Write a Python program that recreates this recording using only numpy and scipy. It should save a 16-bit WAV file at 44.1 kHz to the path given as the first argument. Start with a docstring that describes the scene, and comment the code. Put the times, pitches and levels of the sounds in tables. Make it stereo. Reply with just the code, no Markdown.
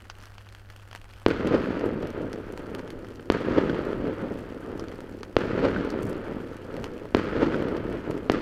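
"""A soft harbour wash, humming ship machinery and close ticks, over the end of an earlier shell's roll;
then five aerial shells burst. Each blast is an N-shaped pulse with its bounce off the water.
Hulls, sheds and quays slap it back as coloured pulses, one wall adds a short ping, and sparse random
echoes roll away. The ticks are noise snaps through casing resonances; a short hiss is gated noise."""
import sys
import numpy as np
from scipy import signal
from scipy.fft import rfft, irfft, next_fast_len
from scipy.io import wavfile
from scipy.ndimage import uniform_filter1d

SR = 44100
rng = np.random.default_rng(int(sys.argv[2]) if len(sys.argv) > 2 else 0)


def dump_mix(stems):
    """Bounce the given channels to the path in sys.argv[1] as a 16-bit WAV at rate SR."""
    frames = np.atleast_2d(stems).T  # one column per channel
    limited = np.clip(frames, -1, 1)  # hard clip at full scale
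    pcm = np.round(limited * 32767).astype(np.int16)
    wavfile.write(sys.argv[1], SR, pcm)


N = 370881


def undb(db):
    """Decibels to amplitude ratio."""
    return 10 ** (np.asarray(db) / 20)


def level(x, db):
    """Scale a sound to an RMS level in dB."""
    return x * undb(db) / np.sqrt(np.mean(x ** 2))


def on_log(hz, table):
    """Read a (Hz, value) table along a logarithmic frequency axis."""
    table_hz, values = np.transpose(table)
    return np.interp(np.log(np.maximum(hz, 1)), np.log(table_hz), values)


def colour(x, table):
    """Causal filter with the gain of a (Hz, dB) table, from the folded cepstrum."""
    hz = np.arange(2049) * SR / 4096
    cepstrum = irfft(np.log(undb(on_log(hz, table))))
    middle = len(cepstrum) // 2
    cepstrum[1:middle] *= 2
    cepstrum[middle + 1:] = 0
    impulse = irfft(np.exp(rfft(cepstrum)))
    return signal.fftconvolve(x, impulse[None], axes=1)[:, :x.shape[1]]


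# How alike left and right are. Each row: frequency in Hz, likeness from 0 to 1.
STEREO_LIKENESS = [(60, 0.47), (250, 0.91), (500, 0.1), (2000, 0.42), (8000, 0)]


def spread(mid, side):
    """Left and right from two unrelated signals, their likeness set by frequency."""
    size = next_fast_len(N)
    alike = np.clip(on_log(np.arange(size // 2 + 1) * SR / size, STEREO_LIKENESS), 0, 1)
    mid_part = rfft(mid, size) * np.sqrt(1 + alike)
    side_part = rfft(side, size) * np.sqrt(1 - alike)
    return irfft(np.array([mid_part + side_part, mid_part - side_part]), size)[:, :N] / np.sqrt(2)


def band(x, hz, width_hz):
    """Band-pass around a centre frequency."""
    edges = np.clip([hz - width_hz / 2, hz + width_hz / 2], 20, .45 * SR)
    return signal.sosfilt(signal.butter(2, edges, "band", fs=SR, output="sos"), x)


def crisp(x, hz, width_hz):
    """Band-pass without delay, so that neighbouring bands add up to one sharp click."""
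    forward = band(x, hz, width_hz)
    return band(forward[..., ::-1], hz, width_hz)[..., ::-1]


# Brightness in the tables below is treble level against bass, usually -11 dB.
BRIGHT_FROM_HZ, USUAL_BRIGHT_DB = 930, -11


def split(x):
    """Bass and treble parts that sum to the whole."""
    low = signal.sosfiltfilt(signal.butter(3, BRIGHT_FROM_HZ, fs=SR, output="sos"), x)
    return low, x - low


def walk(rate):
    """Random levels held 1 / rate s and slewed; spread near 1."""
    hold = int(SR / rate)
    steps = np.repeat(rng.standard_normal(N // hold + 1), hold)
    return 1.145 * uniform_filter1d(uniform_filter1d(steps, hold), hold)[:N]


def add(out, s, sound, pan_db):
    """Mix a sound in at s seconds; pan_db is left minus right."""
    i = int(s * SR)
    n = min(sound.shape[-1], N - i)
    out[:, i:i + n] += sound[..., :n] * undb([[pan_db / 2], [-pan_db / 2]])


# Tone of the distant wash. 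Each row: frequency in Hz, relative level in dB per Hz.
WASH_COLOUR = [(12, -46.5), (20, 12), (70, 0), (104, -6), (127, -17), (154, -12.5), (193, -14),
               (255, -16.5), (542, -11), (923, -22.5), (1480, -13.5), (2260, -27), (3070, -29.5),
               (7110, -36.5), (14700, -34), (16000, -43)]
WASH_DB = -49.5  # RMS before the flicker
# Ship machinery. Each row: frequency in Hz, RMS level in dB, both before the wavering.
MACHINERY_HUM = [(58.5, -61), (99.8, -51.5), (199.6, -71), (299.4, -75)]


def harbour(bass_flicker_db=1.1, treble_flicker_db=.8, waver_hz=1.0, flutter_db=1.5):
    """Distant coloured noise, bass and treble flickering apart, plus sines that waver in pitch and level."""
    low, high = split(level(colour(spread(*rng.standard_normal((2, N))), WASH_COLOUR), WASH_DB))
    t = np.arange(N) / SR
    hum = 0
    for hz, db in MACHINERY_HUM:
        loudness = undb(db + flutter_db * walk(9)) * np.sqrt(2)
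        cycles = hz * t + np.cumsum(waver_hz * walk(4.6)) / SR
        hum = hum + loudness * np.sin(2 * np.pi * cycles)
    wash = low * undb(bass_flicker_db * walk(1.45)) + high * undb(treble_flicker_db * walk(29))
    return wash + hum


# The one hiss, as a single row: start in seconds, end in seconds, centre in Hz, width in Hz,
# RMS level in dB before the grain and the gate.
HISS_BURST = (6.026, 6.102, 9000, 9000, -61)


def hiss():
    """A short hiss between two ticks: band-passed noise, made grainy by fast random level swings."""
    start, end, hz, width_hz, db = HISS_BURST
    gate = np.interp(np.arange(N) / SR, [start - .004, start, end, end + .012], [0, 1, 1, 0])
    grain = undb(8.6 * walk(330))
    return gate * grain * level(band(rng.standard_normal((2, N)), hz, width_hz), db)


# Clear ticks close by. Each row: start in seconds, nominal peak at 3.5-6.5 kHz in dB, then nominal level
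# over 6 ms in dB at 1-2 kHz, at 2-3.5 kHz and above 6.5 kHz; the random rattle varies them all.
CLEAR_TICKS = [(0.0994, -31, -33, -45, -54), (0.186, -50, -49, -56, -53), (0.2033, -49, -54, -57, -63),
               (0.2254, -48, -51, -63, -55), (0.2373, -45, -38.5, -55, -54), (0.2557, -45, -46, -54, -51),
               (0.3817, -42, -43, -44.5, -56), (0.4888, -46, -59, -51, -58), (0.5247, -45, -50, -54, -53),
               (0.549, -46, -41, -49, -52), (0.7008, -43, -40, -55, -52), (0.763, -54, -55, -51, -50),
               (0.7904, -55, -60, -62, -69), (0.9126, -45, -41, -50, -54), (0.9293, -42, -38, -49, -52),
               (0.95, -41, -33.5, -48, -46), (0.9594, -39, -40, -45, -46), (1.015, -51, -47, -51, -54),
               (1.1089, -53, -58, -50, -64), (1.1362, -51, -51, -47, -55), (1.1605, -53, -69, -52, -69),
               (1.472, -33, -44, -42, -46), (1.7945, -43, -48, -49, -52), (1.858, -51, -48, -59, -45),
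               (2.0244, -53, -46, -60, -53), (2.0718, -45, -50, -53, -50), (2.1033, -45, -45, -52, -49),
               (2.3303, -35.5, -34.5, -63, -48), (2.5231, -54, -47, -49, -46),
               (2.5756, -42.5, -36, -47, -48), (2.5934, -56, -41, -53, -55), (2.7492, -42, -38, -44, -47),
               (2.7874, -49, -45, -54, -55), (2.7936, -43, -37, -51, -57), (2.8766, -51, -47, -51, -54),
               (2.9038, -40, -43, -45, -46), (3.0465, -48, -42, -54, -64), (3.086, -51, -45, -57, -52),
               (3.157, -47, -59, -59, -53), (4.3879, -55, -46, -59, -52), (4.7958, -33.5, -39, -61, -49),
               (4.8396, -53, -38, -63, -53), (4.8837, -45, -43, -55, -56), (4.917, -53, -39, -50, -59),
               (4.9566, -46, -58, -62, -56), (5.005, -43, -39.5, -60, -48), (5.2316, -36, -37, -48, -51),
               (5.848, -48, -40, -51, -51), (5.9029, -34.5, -43, -60, -46), (6.0306, -50, -40, -55, -43),
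               (6.0958, -48, -40, -52, -40), (6.129, -47, -41, -63, -58), (6.568, -48, -49, -59, -51),
               (6.7412, -46, -50, -46, -58), (6.7664, -42, -36, -49, -51), (6.799, -48, -58, -59, -55),
               (6.8243, -52, -53, -62, -58), (6.8419, -34.5, -31, -40, -44), (6.8574, -52, -50, -51, -55),
               (6.9789, -49, -48, -50, -54), (7.624, -52, -31, -48, -51), (7.685, -44, -38, -54, -51),
               (7.7676, -38, -38, -55, -51), (7.926, -49, -34, -62, -52), (8.1077, -52, -53, -56, -47),
               (8.1116, -44, -36, -52, -49), (8.1773, -46, -39, -52, -50)]
# Where the camera casing rings, in the order of the tick levels; the last is the body under the 1-2 kHz
# ring. Each row: centre in Hz, width in Hz.
CASING_RINGS = [(4900, 3000), (1400, 1400), (2750, 1300), (10500, 8200), (520, 640)]
# Crisp top of the nearest wall's slap. One reference level in dB per shell, from which ticks() steps down.
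FIRST_SLAP_SNAPS = [-26, -28, -35, -29, -24.5]
BODY_DB, TICK_PAN_DB = -10, -1.5  # body against the 1-2 kHz ring; left minus right


def ticks(rattle=0.12, t60_ms=9.5, ring=0.18, ring_ms=170.0, apart=1.0, faint_per_second=170,
          faint_db=-62, scatter_db=5.5, body_scatter_db=1.5):
    """Snaps in the camera casing: a click with a rattle, partly unlike at the ports, clear or faint patter."""
    chance = rng.standard_normal((1500, 4))
    gap, size = rng.exponential(size=(1500, 2)).T
    tilt_db = np.array([-6, 0.5, -9.5, -9.0])
    faint = []
    for s, extra, scatter in zip(np.cumsum(gap) / faint_per_second, size, chance):
        if s < N / SR:
            faint.append((s, *(faint_db + min(scatter_db * extra, 8.0) + tilt_db + 3.6 * scatter)))
    # 1 ms ahead of the nearest wall's slap, since the click sits 30 samples into the snap
    jolts = [(shell[0] + WALL_SLAPS[0][0] - .0010, db - 6.5, -80, -80, db - 14)
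             for shell, db in zip(SHELL_BURSTS, FIRST_SLAP_SNAPS)]
    ms, parts = np.arange(900) / SR * 1000, np.zeros((len(CASING_RINGS), 2, N))
    for s, *levels in list(CLEAR_TICKS) + jolts + faint:
        noise = rng.standard_normal((3, len(ms)))
        decay = 1000. ** (-ms / t60_ms) + ring * 1000. ** (-ms / ring_ms)
        snap = rattle * (noise[0] + apart * noise[1:]) * decay
        snap[:, 30] += np.sign(noise[0, 0]) * undb(apart * 3 * noise[1:, 0])  # the click
        body_db = levels[1] + BODY_DB + body_scatter_db * noise[0, 1]
        for part, db in zip(parts, levels + [body_db]):
            add(part, s, undb(db) * snap, TICK_PAN_DB)
    # a bare click heard through each ring for 6 ms sets its scale
    unit = [crisp(np.eye(1, int(.006 * SR), 130)[0], *mode) for mode in CASING_RINGS]
    scales = [np.abs(unit[0]).max()] + [u.std() * 3.1 for u in unit[1:]]
    return sum(crisp(part, *mode) / scale for part, mode, scale in zip(parts, CASING_RINGS, scales))


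# Tone of an echo, in the roll and the slaps. Each row: frequency in Hz, relative level in dB per Hz.
ECHO_COLOUR = [(18, -66), (30, -9), (108, -6), (157, -5), (272, 0), (485, 0), (781, -15), (885, -11.5),
               (1110, -16.5), (1260, -12.5), (1700, -18.5), (3790, -35), (4400, -37.5), (6910, -48),
               (12000, -65), (15600, -71), (22000, -120)]
# The roll that follows every shell. Each row: seconds after the burst, level in dB before the shell's
# strength and the final gain, brightness in dB.
ROLL_COURSE = [(.004, -50, -8), (.012, -30, -6), (.035, -30, -3), (.09, -29.5, -7), (0.201, -26.5, -9),
               (0.284, -25, -7), (0.321, -26.5, -8), (.45, -28, -8.5), (.6, -29.5, -8), (0.672, -33, -10),
               (.77, -30, -9), (.85, -33, -10), (.95, -30, -12.5), (1.05, -34.5, -10.5),
               (1.33, -37.5, -9.5), (1.42, -35, -11.5), (1.7, -38, -12), (2.0, -42.5, -14), (2.6, -54, -10),
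               (3.1, -66, -10), (3.6, -80, -10)]
# Strength of each shell's roll in dB, the earlier shell last.
ROLL_STRENGTHS = [0.22, 0.13, -0.17, -0.087, -0.15, 0]
# Edges in Hz of the bands that swell on their own.
SWELL_EDGES = [330, 890, 1900, 3400]
EARLIER_SHELL_S = -2.65  # only the end of its roll is left


def swarm(rate):
    """Sparse random impulses of uneven size, rate per second, coloured as echoes."""
    hits = (rng.random((2, N)) < rate / SR) * rng.standard_normal((2, N))
    return colour(spread(*hits), ECHO_COLOUR) / np.sqrt(rate)


def roll(bass_per_second=900, treble_per_second=4000, patchy_db=(1.7, 1.7, 1.8, 1.8, 1.5),
         patch_per_second=(18, 22, 30, 30, 30), far_dull_db=16.0, gain_db=-0.54):
    """Uneven reflectors return the blast; bands swell alike after each shell and late echoes lose treble."""
    t = np.arange(N) / SR
    low, high = split(swarm(bass_per_second))[0], split(swarm(treble_per_second))[1]
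    top = signal.sosfilt(signal.butter(1, 3000, "high", fs=SR, output="sos"), high)
    low_power, high_power, age = np.zeros(N), np.zeros(N), t - EARLIER_SHELL_S
    after, db, bright_db = np.transpose(ROLL_COURSE)
    for (burst, *_), shell_db in zip(list(SHELL_BURSTS) + [[EARLIER_SHELL_S]], ROLL_STRENGTHS):
        now = t >= burst
        since = t[now] - burst
        low_db = shell_db + np.interp(since, after, db, right=-120)
        high_db = low_db + np.interp(since, after, bright_db - USUAL_BRIGHT_DB)
        low_power[now] += undb(2 * low_db)
        high_power[now] += undb(2 * high_db)
        age[now] = np.minimum(age[now], since)  # seconds since the latest burst
    high = high - top * (1 - undb(-far_dull_db * age))  # far_dull_db is lost per second of age
    rest = (low * np.sqrt(low_power) + high * np.sqrt(high_power)) * undb(gain_db) / low.std()
    # reading the swells by age gives every shell the same pattern
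    out, place = 0, (age * SR).astype(int) % N
    for hz, depth_db, rate in zip(list(SWELL_EDGES) + [None], patchy_db, patch_per_second):
        part = signal.sosfiltfilt(signal.butter(2, hz, fs=SR, output="sos"), rest) if hz else rest
        out = out + part * undb(depth_db * walk(rate)[place])
        rest = rest - part
    return out


# One reflector's ping, as a single row: delay in seconds, frequency in Hz, t60 in ms,
# then peak levels in dB before the pan, for the first four shells in turn.
REFLECTOR_PING = (.3955, 1520, 26, (-29, -28, -21, -29))


def ping():
    """A short sine that swells in within 0.35 ms and dies away."""
    out, t = np.zeros((2, N)), np.arange(2000) / SR
    late, hz, t60_ms, levels = REFLECTOR_PING
    ring = np.sin(2 * np.pi * hz * t) * np.minimum(t / 0.00035, 1) * 1000. ** (-t * 1000 / t60_ms)
    for (burst, *_), db in zip(SHELL_BURSTS, levels):
        add(out, burst + late, undb(db) * ring / ring.max(), -1.5)
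    return out


# Walls that slap each blast back. Each row: delay in seconds, brightness in dB, left port's lead in ms,
# depth in ms, then levels in dB for each shell in turn. Delays are before the shifts below, levels and
# brightness before the gains in slaps(), leads before the left delay in record().
WALL_SLAPS = [(0.0211, -13, -0.45, 0.5, [-11, -14, -16, -11, -13]),
              (0.0415, 4, 0.47, 1, [-22, -31, -34, -26, -34]),
              (0.0478, -11, 0.48, 0.5, [-10, -13, -17, -11, -12]),
              (0.122, -18, -0.33, 0.8, [-30, -19, -32, -19]),
              (0.148, -14, -0.25, 1.5, [-23, -23, -17, -22]), (0.184, -17, 0.09, 0.7, [-16, -13, -17, -18]),
              (0.2085, -22, -0.12, 0.6, [-17, -15, -19, -23]),
              (0.2125, -20, -0.12, 0.6, [-19, -16, -15, -22]),
              (0.2175, -20, -0.12, 0.6, [-21, -24, -19, -17]),
              (0.225, -15, -0.0, 0.7, [-22, -30, -16, -28]), (0.2475, -12, -0.1, 0.7, [-24, -19, -26, -22]),
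              (0.296, -8, -0.1, 3, [-19, -22, -18, -18]), (0.336, -12, -0.1, 0.8, [-24, -22, -24, -17]),
              (0.262, -14, -0.2, 3, [-21, -22, -18, -18]), (0.2695, -11, -0.1, 0.6, [-18, -24, -15, -18]),
              (0.2738, -14, -0.26, 0.7, [-17, -15, -15, -13]),
              (0.2798, -10, 0.1, 0.5, [-13, -14, -15, -14]), (0.282, -6, -0.33, 5, [-18, -18, -17, -17]),
              (0.2835, -11, 0.1, 0.5, [-11, -10, -10, -12]), (0.2872, -13, 0.1, 0.6, [-14, -14, -15, -20]),
              (0.318, -5, -0.19, 4, [-28, -27, -19, -21]), (0.396, -8, -0.55, 0.5, [-22, -13, -22, -14]),
              (0.407, -15, -0.29, 0.6, [-20, -28, -25, -17]),
              (0.4165, -18, -0.37, 1.2, [-26, -32, -18, -17]),
              (0.445, -6, -0.21, 0.5, [-28, -19, -25, -32]), (0.49, -18, -0.33, 0.8, [-20, -13, -20, -19]),
              (0.508, -16, -0.05, 0.7, [-29, -24, -20, -32]), (0.547, -10, 0.05, 0.7, [-19, -27, -34, -31]),
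              (0.578, -21, -0.17, 0.7, [-11, -23, -15, -30]),
              (0.599, -19, -0.34, 0.5, [-17, -20, -21, -18]), (0.627, -13, 0.49, 0.5, [-16, -14, -16, -18]),
              (0.653, -12, 0.06, 0.7, [-25, -25, -23, -27]), (0.766, -5, -0.2, 1, [-23, -25, -25, -29]),
              (0.793, -21, 0.12, 1.2, [-26, -18, -23, -23]), (0.826, -10, -0.08, 0.8, [-37, -22, -36, -27]),
              (0.876, -17, 0.07, 0.7, [-29, -29, -24, -36]), (0.914, -18, -0.06, 0.8, [-21, -25, -30, -24]),
              (0.948, -15, -0.1, 0.6, [-24, -28, -23, -28]), (1.056, -19, 0.2, 0.8, [-26, -21, -40, -37]),
              (1.075, -8, 0.27, 0.8, [-27, -30, -33, -35]), (1.096, -10, 0.24, 0.8, [-27, -32, -40, -30]),
              (1.138, -9, 0.19, 0.8, [-34, -27, -40, -36]), (1.222, -14, 0.1, 0.8, [-28, -28, -36]),
              (1.274, -10, 0.17, 0.8, [-27, -32, -41]), (1.376, -18, 0.08, 1, [-24, -28, -23]),
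              (1.408, -14, 0.09, 0.8, [-40, -27, -30]), (1.519, -17, 0.12, 0.8, [-26, -34, -28]),
              (1.538, -15, 0.1, 0.8, [-27, -30, -38]), (1.597, -14, 0.15, 0.8, [-31, -35, -27]),
              (1.621, -10, -0.03, 0.8, [-38, -29, -28]), (1.688, -14, 0.03, 1, [-35, -24, -23]),
              (1.733, -15, -0.02, 0.8, [-31, -35, -39]), (1.793, -17, 0.17, 0.8, [-33, -33]),
              (1.847, -23, 0.3, 0.8, [-30, -28]), (1.933, 0, 0.24, 0.8, [-32, -32])]
# Each shell bursts at its own spot, so far walls answer early or late: their span of delays in seconds,
# then the shift in ms for each shell.
FAR_SPAN = (.55, 1.0)
FAR_SHIFTS = [0, 2.4, -4.2, 2.8, 0]
# Stepped faces of one large shed: their span of delays in seconds, then the shift in ms for each shell.
SHED_SPAN, SHED_SHIFTS = (.276, .29), [0, -.5, .8, -1.0, 0]
STRAY_SLAPS_PER_S, STRAY_OVER_ROLL_DB = 6, 4  # small walls met by one shell only


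def slap_rows(scatter_db=2.5):
    """Slaps as s, level dB, brightness dB, left lead ms, depth ms: walls per shell, then random strays."""
    after, roll_db, _ = np.transpose(ROLL_COURSE)
    rows = []
    for k, (burst, *_) in enumerate(SHELL_BURSTS):
        chance = rng.standard_normal((60, 4))
        for late, bright_db, lead_ms, deep_ms, levels in WALL_SLAPS:
            if k < len(levels):
                far_ms = FAR_SHIFTS[k] * (FAR_SPAN[0] < late < FAR_SPAN[1])
                shed_ms = SHED_SHIFTS[k] * (SHED_SPAN[0] < late < SHED_SPAN[1])
                rows.append((burst + late + far_ms / 1000 + shed_ms / 1000,
                             levels[k], bright_db, lead_ms, deep_ms))
        lates = .3 + np.cumsum(rng.exponential(size=60)) / STRAY_SLAPS_PER_S
        for late, (a, b, c, d) in zip(lates, chance):
            if late < after[-1]:
                db = np.interp(late, after, roll_db) + STRAY_OVER_ROLL_DB + scatter_db * a
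                rows.append((burst + late, db, 2.5 * b - 16.0, 0.64 * c, np.exp(0.49 * d)))
    return [row for row in rows if row[0] < N / SR]


# Extra tone of a slap against the roll. Each row: frequency in Hz, gain in dB.
FLAT_WALL_TONE = [(100, -6), (190, -6), (290, 0), (480, 0), (620, 4), (850, 6), (1100, 2)]


def slaps(gain_db=3.2, treble_db=-3.2, trough_ms=.45, bounce=.45, bounce_ms=1.35, rough=0.14,
          unlike=.4, treble_smear_ms=2.0):
    """A coloured pulse per wall, nearer port first; deep walls return ragged clusters, treble scatters most."""
    bass, treble, ms = np.zeros((2, N)), np.zeros((2, N)), np.arange(-800, 800) / SR * 1000
    for s, db, bright_db, lead_ms, deep_ms in slap_rows():
        chance = rng.standard_normal((5, len(ms)))
        ragged = rough * np.sqrt(deep_ms / 20) * min(deep_ms / 2, 1)
        face = ragged * chance[0] * np.exp(-(ms / (2 * deep_ms)) ** 2)
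        side = unlike * chance[1:3] * np.abs(face)
        face = face - (ms == 0) / (1 + deep_ms / 1.5)  # a flat wall gives one pulse, weaker the deeper it is
        half = int(round(lead_ms * SR / 2000))
        facets = np.array([np.roll(face, -half), np.roll(face, half)]) + side
        add(bass, s + (ms[0] + trough_ms) / 1000, undb(db) * facets, 0)
        grit = chance[3:] * np.exp(-((ms - 1) / (deep_ms + treble_smear_ms)) ** 2)
        treble_gain = undb(db + bright_db - USUAL_BRIGHT_DB)
        add(treble, s + ms[0] / 1000, treble_gain * (0.52 * facets + 0.062 * grit), 0)
    hz = np.arange(2049) * SR / 4096
    # with the face's minus sign: a trough between two crests
    pulse = np.fft.fftshift(irfft(undb(on_log(hz, ECHO_COLOUR) + on_log(hz, FLAT_WALL_TONE))))[None]
    pulse = pulse - bounce * np.roll(pulse, int(bounce_ms * SR / 1000))  # water's copy lifts the later crest
    bass_peak = split(pulse)[0].max()
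    firm = split(signal.fftconvolve(bass, pulse, "same", axes=1))[0] / bass_peak
    echo_peak = split(colour(np.eye(1, 2000, 500), ECHO_COLOUR))[0].max()
    sharp = undb(treble_db) * split(colour(treble, ECHO_COLOUR))[1] / echo_peak
    return (firm + sharp) * undb(gain_db)


# The five blasts. Each row: start in seconds, nominal peak in dB before a 0.7 dB lift and the air's
# low-pass, left minus right in dB, pulse length in ms, water bounce delay in ms, bounce level in dB.
SHELL_BURSTS = [(1.2632, -.5, .4, 1.65, 2.9, -11), (3.3011, -2.6, -.8, 1.7, 3.1, -10),
                (5.3668, -.8, -1.2, 1.4, 2.4, -10), (7.1482, -1.8, -.5, 1.7, 3.2, -8),
                (8.2985, -2.2, -.4, 1.4, 3.0, -10)]


def shells(rise_ms=.1, suction=.56, back_ms=.55, drag_ms=2.6, air_hz=4300):
    """Steep front, fall into rounded suction, quick return; water adds a duller copy with a long trough."""
    out, ms = np.zeros((2, N)), np.arange(900) / SR * 1000
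    for s, db, pan_db, long_ms, late_ms, bounce_db in SHELL_BURSTS:
        front = np.interp(ms, [0, rise_ms, .45 * long_ms, .75 * long_ms, long_ms, long_ms + back_ms],
                          [0, 1, 0, -.8 * suction, -suction, 0])
        bounce = np.interp(ms - late_ms, [-.9, 0, .9, .9 + drag_ms, 2 + drag_ms, 3 + drag_ms],
                           [0, 1, -.5, -.3, .25, 0])
        fade = np.clip(late_ms + .5 - ms, 0, 1)  # the direct pulse gives way to the bounce
        blast = front * fade + undb(bounce_db) * bounce
        # the quay and the boats nearby scatter for a few ms
        scatter = band(rng.standard_normal((2, len(ms))), 1500, 1800)
        near = undb(-18) * scatter * np.exp(-ms / 6.0) * (ms > 1.5)
        add(out, s, undb(db + .7) * (blast + near), pan_db)
    return signal.sosfilt(signal.butter(2, air_hz, fs=SR, output="sos"), out)


def scene():
    """Every layer of the harbour night together."""
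    return shells() + slaps() + ping() + roll() + ticks() + hiss() + harbour()


# Tone of the microphone capsule. Each row: frequency in Hz, gain in dB.
CAPSULE_TONE = [(20, 1.5), (2300, -0.5), (3200, 3), (3800, 0), (4400, 3.5), (5600, 0.5), (7000, 0),
                (10600, -3.5), (16000, -4.5)]
PORTS_APART_HZ, TOP_HZ = 223, 16300  # the ports differ above the first; the top is cut at the second
LEFT_LATE_MS = 1000 / SR  # one sample: everything reaches the left port a little late


def record(dry):
    """Close ports hear long waves alike; the capsule colours the sound and the recorder cuts the top."""
    mid, side = (dry[0] + dry[1]) / 2, (dry[0] - dry[1]) / 2
    side = signal.sosfilt(signal.butter(1, PORTS_APART_HZ, "high", fs=SR, output="sos"), side)
    left = np.interp(np.arange(N) - LEFT_LATE_MS * SR / 1000, np.arange(N), mid + side)
    heard = colour(np.array([left, mid - side]), CAPSULE_TONE)
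    return signal.sosfilt(signal.ellip(10, .2, 90, TOP_HZ, fs=SR, output="sos"), heard)


dry = scene()
out = record(dry)
dump_mix(out)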